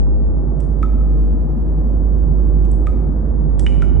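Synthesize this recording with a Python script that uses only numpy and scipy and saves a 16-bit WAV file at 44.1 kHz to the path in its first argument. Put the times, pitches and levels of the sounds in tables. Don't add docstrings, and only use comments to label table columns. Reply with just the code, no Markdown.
import sys
import numpy as np
from scipy import signal
from scipy.fft import rfft, irfft
from scipy.io import wavfile

SR = 44100
rng = np.random.default_rng(int(sys.argv[2]) if len(sys.argv) > 2 else 0)


def bounce(signal):
    frames = np.transpose(np.atleast_2d(signal))
    limited = np.clip(frames, -1, 1)
    pcm = np.round(limited * 32767).astype(np.int16)
    wavfile.write(sys.argv[1], SR, pcm)


N = 176400

# (frequency [Hz], relative density [dB])
RUMBLE_SPECTRUM = [(30, -15.5), (60, -7.5), (75, 2.5), (107, -11), (145, 1), (183, -6.5), (260, -6.5),
                   (319, -10.5), (423, -16), (519, -19), (800, -28), (1150, -34), (1500, -41.5),
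                   (1900, -48), (2400, -70.5), (4000, -87), (10000, -104)]
# (frequency [Hz], side minus mid [dB])
RUMBLE_WIDTH = [(60, -5), (150, -3.5), (500, -3.5), (1000, -2.5), (2000, -2.5)]
# (frequency [Hz], width [Hz], level [dB])
HOLLOW_MODES = [(148.75, 23, -33.5), (213.9, 19, -36), (241.45, 10, -41), (317.3, 6.7, -40.5),
                (364.6, 1.6, -43), (400, 1.2, -48), (459.1, 19, -49), (517.7, 4.6, -48.5), (650, 31, -55.5),
                (818.4, 10, -56.5)]
# (time [s], level [dB])
BASS_LEVELS = [(0, -43.5), (1.6, -47.5), (2.5, -37), (3.0, -36.5), (4.0, -25.5)]
# (time [s], left gain [dB], right gain [dB])
DRONE_GAINS = [(0, -12.0, -13.0), (0.3, -15.0, -15.0), (0.58, -28.0, -15.0), (0.72, -25.0, -14.0),
               (0.95, -16.0, -12.0), (1.25, -13.0, -13.0), (1.55, -17.0, -22.0), (1.75, -16.0, -15.0),
               (2.05, -19.0, -12.0), (2.35, -19.0, -11.0), (2.6, -16.0, -10.0), (2.9, -20.0, -13.0),
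               (3.15, -22.0, -16.0), (3.45, -21.0, -13.0), (3.7, -19.0, -10.0), (4.0, -22.0, -10.0)]
# (time [s], rise [ms], level of rings 1-6 [dB])
STONE_HITS = [(0.6020, 2.6, -56, -65, -66, -55, -53, -64), (0.6120, 20.0, -69, -77, -79, -77, -76, -81),
              (2.6494, 1.7, -54, -66, -65, -60, -63, -69), (2.7142, 1.5, -68, -71, -65, -50, -48, -62),
              (3.5936, 1.3, -36, -39, -39, -32.5, -46, -42.5)]
# (frequency [Hz], width [Hz])
STONE_RINGS = [(2400, 2700), (5400, 450), (6150, 420), (7400, 1500), (8450, 1400), (9800, 840)]
# (frequency [Hz], T60 [s])
TAIL_T60 = [(500, 1.3), (1300, 1.1), (2800, 0.99), (7500, 0.74), (10000, 0.39)]
# (frequency [Hz], level re direct [dB])
TAIL_SPECTRUM = [(500, -12), (1300, -12.5), (2000, -9.5), (2450, -7.5), (2950, -9), (3400, -8), (4200, -4),
                 (7500, -6), (10000, -6.5)]
# (delay [s], gain [dB])
FAR_RETURNS = [(.060, -21), (.101, -16), (.178, -19), (.243, -24)]
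# (time [s], bubble pitch [Hz], bubble level [dB], rise [ms], slap gain [dB])
POOL_DROPS = [(0.8292, 1264, -20.5, 5.6, -2), (2.8700, 1230, -26.5, 5.4, -1.5),
              (3.6652, 2905, -22.5, 2.5, 6), (3.8217, 1385, -25.5, 3.2, 1)]
# (time [s], pitch [Hz], level [dB], rise [ms])
SPLASH_BUBBLES = [(0.8595, 3430, -56, 1.8), (3.6657, 2430, -27.5, 1.2), (3.6735, 3560, -47, 2.0),
                  (3.8295, 9500, -56, 1.0)]
# (frequency [Hz], gain [dB])
SLAP_COLOUR = [(500, -24.5), (1100, -11), (1750, 0.5), (2050, -0.5), (2400, 1), (2900, -17.5),
               (3600, -11.5), (4200, -24), (4800, -27), (5350, -17.5), (6500, -26.5), (7600, -21),
               (8400, -31), (10000, -32.5)]
# (frequency [Hz], gain [dB])
SPRAY_COLOUR = [(1000, -11.5), (2400, 0), (3500, -1.5), (5000, -4.5), (10000, -5.5)]

RUMBLE_HALFWAY_DB, RUMBLE_RISE_DB_PER_S = -25.5, 0.48
BASS_HZ, BASS_WIDTH_HZ, BASS_PAN_DB = 79.6, 74, -6
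DRONE_HZ, DRONE_BASE_DB, DRONE_WANDER, DRONE_SPREAD_RAD = 51.73, 1, 0.0046, 0.57
BEAT_HZ, BEAT_DB, BEAT_WANDER = 61.65, -30, 0.024
TAIL_BUILD_S, ECHO_SIDE_DB, DRIP_PAN_DB = 0.0028, -13.5, -1.95
NEAR_ROCK_DB, NEAR_ROCK_RISE_MS, FAR_ROCK_CUTOFF_HZ = -10.5, 6.3, 2100
SPRAY_BASE_DB, SPRAY_DECAY_S, DROPLETS_PER_S = -52, 0.028, 900
BUBBLE_GLIDE = 0.011
LOWPASS_HZ = 10300


def undb(db):
    return 10 ** (np.asarray(db) / 20)


def unit(x):
    return x / np.sqrt(np.mean(x ** 2))


def along(points, hz):
    p = np.array(points, float)
    return np.interp(np.log(np.maximum(hz, 1)), np.log(p[:, 0]), p[:, 1])


def bins_hz():
    return np.arange(N // 2 + 1) * SR / N


def noise(gain):
    return unit(irfft(rfft(rng.standard_normal(N)) * gain, N))


def colour(x, points):
    cepstrum = irfft(np.log(undb(along(points, bins_hz()))), N)
    cepstrum[1:N // 2] *= 2
    cepstrum[N // 2 + 1:] = 0
    return irfft(rfft(x) * np.exp(rfft(cepstrum)), N)


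def resonance(hz, width_hz):
    f = np.maximum(bins_hz(), 1)
    return 1 / (1 + 1j * (f ** 2 - hz ** 2) / (f * width_hz)) ** 2


def drift(rate_hz):
    return noise(np.exp(-(bins_hz() / rate_hz) ** 2) * (bins_hz() > 0))


def since(start_s):
    return np.maximum(np.arange(N) / SR - start_s, 0)


def swell(age_s, rise_ms):
    u = np.minimum(age_s * 1000 / rise_ms, 20)
    return np.sqrt(u * np.exp((1 - u ** 2) / 2))


def pan(x, db):
    return x * undb(np.array([db, -db]).reshape(2, -1) / 2)


def stereo(mid, side):
    return np.array([mid + side, mid - side])


def rumble():
    t = since(0)
    mid_gain = undb(along(RUMBLE_SPECTRUM, bins_hz()))
    side_gain = mid_gain * undb(along(RUMBLE_WIDTH, bins_hz()))
    side_rms = np.sqrt(np.sum(side_gain ** 2) / np.sum(mid_gain ** 2))
    level_db = RUMBLE_HALFWAY_DB + RUMBLE_RISE_DB_PER_S * (t - N / SR / 2)
    out = undb(level_db) * stereo(noise(mid_gain), side_rms * noise(side_gain))
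    for hz, width_hz, db in HOLLOW_MODES:
        ring = resonance(hz, width_hz)
        out += undb(db) * stereo(noise(ring), undb(along(RUMBLE_WIDTH, hz)) * noise(ring))
    bass_db = np.interp(t, *np.array(BASS_LEVELS).T)
    bass = undb(bass_db) * noise(resonance(BASS_HZ, BASS_WIDTH_HZ))
    return out + pan(bass, BASS_PAN_DB)


def drone():
    times_s, *sides_db = np.array(DRONE_GAINS).T
    gain_db = np.array([np.interp(since(0), times_s, side_db) for side_db in sides_db])
    phase = 2 * np.pi * np.cumsum(DRONE_HZ * (1 + DRONE_WANDER * drift(0.79))) / SR
    tone = np.sin(stereo(phase, DRONE_SPREAD_RAD * drift(0.41)))
    beat_phase = 2 * np.pi * np.cumsum(BEAT_HZ * (1 + BEAT_WANDER * drift(0.72))) / SR
    return np.sqrt(2) * (undb(DRONE_BASE_DB + gain_db) * tone + undb(BEAT_DB) * np.sin(beat_phase))


def stone_ticks():
    spectrum = 0
    for k, (hz, width_hz) in enumerate(STONE_RINGS):
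        ring = resonance(hz, width_hz)
        ring_rms = np.sqrt(np.mean(abs(ring) ** 2))
        envelope = sum(undb(rings_db[k]) * swell(since(start_s), rise_ms)
                       for start_s, rise_ms, *rings_db in STONE_HITS)
        spectrum += rfft(envelope * rng.standard_normal(N)) * ring / ring_rms
    return irfft(spectrum, N)


def rock_response():
    t, f, out = since(0), bins_hz(), np.zeros(N)
    near = undb(NEAR_ROCK_DB) * unit(swell(t, NEAR_ROCK_RISE_MS))
    edges_hz = np.geomspace(400, 12000, 21)
    for low_hz, high_hz in zip(edges_hz, edges_hz[1:]):
        hz = np.sqrt(low_hz * high_hz)
        decay = undb(-60 * t / along(TAIL_T60, hz))
        build = 1 - np.exp(-t / TAIL_BUILD_S)
        tail = undb(along(TAIL_SPECTRUM, hz)) * unit(decay * build)
        band = noise((f >= low_hz) & (f < high_hz))
        band_scale = np.sqrt(2 * (high_hz - low_hz) / SR / N)
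        out += np.hypot(tail, near) * band * band_scale
    dull_pulse = irfft(1 / (1 + 1j * f / FAR_ROCK_CUTOFF_HZ) ** 2, N)
    for delay_s, db in FAR_RETURNS:
        out += undb(db) * np.roll(dull_pulse, int(delay_s * SR))
    return out


def bubble(start_s, hz, db, rise_ms):
    age_s = since(start_s)
    glide = BUBBLE_GLIDE * age_s * 1000 / rise_ms
    return undb(db) * swell(age_s, rise_ms) * np.sin(2 * np.pi * hz * age_s * (1 + glide / 2))


def pool_plops():
    bubbles = sum(bubble(*row) for row in SPLASH_BUBBLES)
    slaps, spray = np.zeros(N), np.zeros(N)
    droplets = unit(rng.standard_normal(N) * (rng.random(N) < DROPLETS_PER_S / SR))
    for start_s, hz, db, rise_ms, slap_db in POOL_DROPS:
        age_s = since(start_s)
        bubbles += bubble(start_s, hz, db, rise_ms)
        slaps[int(start_s * SR)] += undb(slap_db)
        spray += undb(SPRAY_BASE_DB) * droplets * np.exp(-age_s / SPRAY_DECAY_S) * (age_s > 0)
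    return bubbles + colour(slaps, SLAP_COLOUR) + colour(spray, SPRAY_COLOUR)


def scene():
    drips = pool_plops() + stone_ticks()
    echo_mid, echo_side = (signal.fftconvolve(drips, rock_response())[:N] for _ in range(2))
    echoing_drips = stereo(drips + echo_mid, undb(ECHO_SIDE_DB) * echo_side)
    return pan(echoing_drips, DRIP_PAN_DB) + rumble() + drone()


def record(dry):
    return signal.sosfilt(signal.ellip(8, .2, 70, LOWPASS_HZ, fs=SR, output="sos"), dry)


dry = scene()
out = record(dry)
bounce(out)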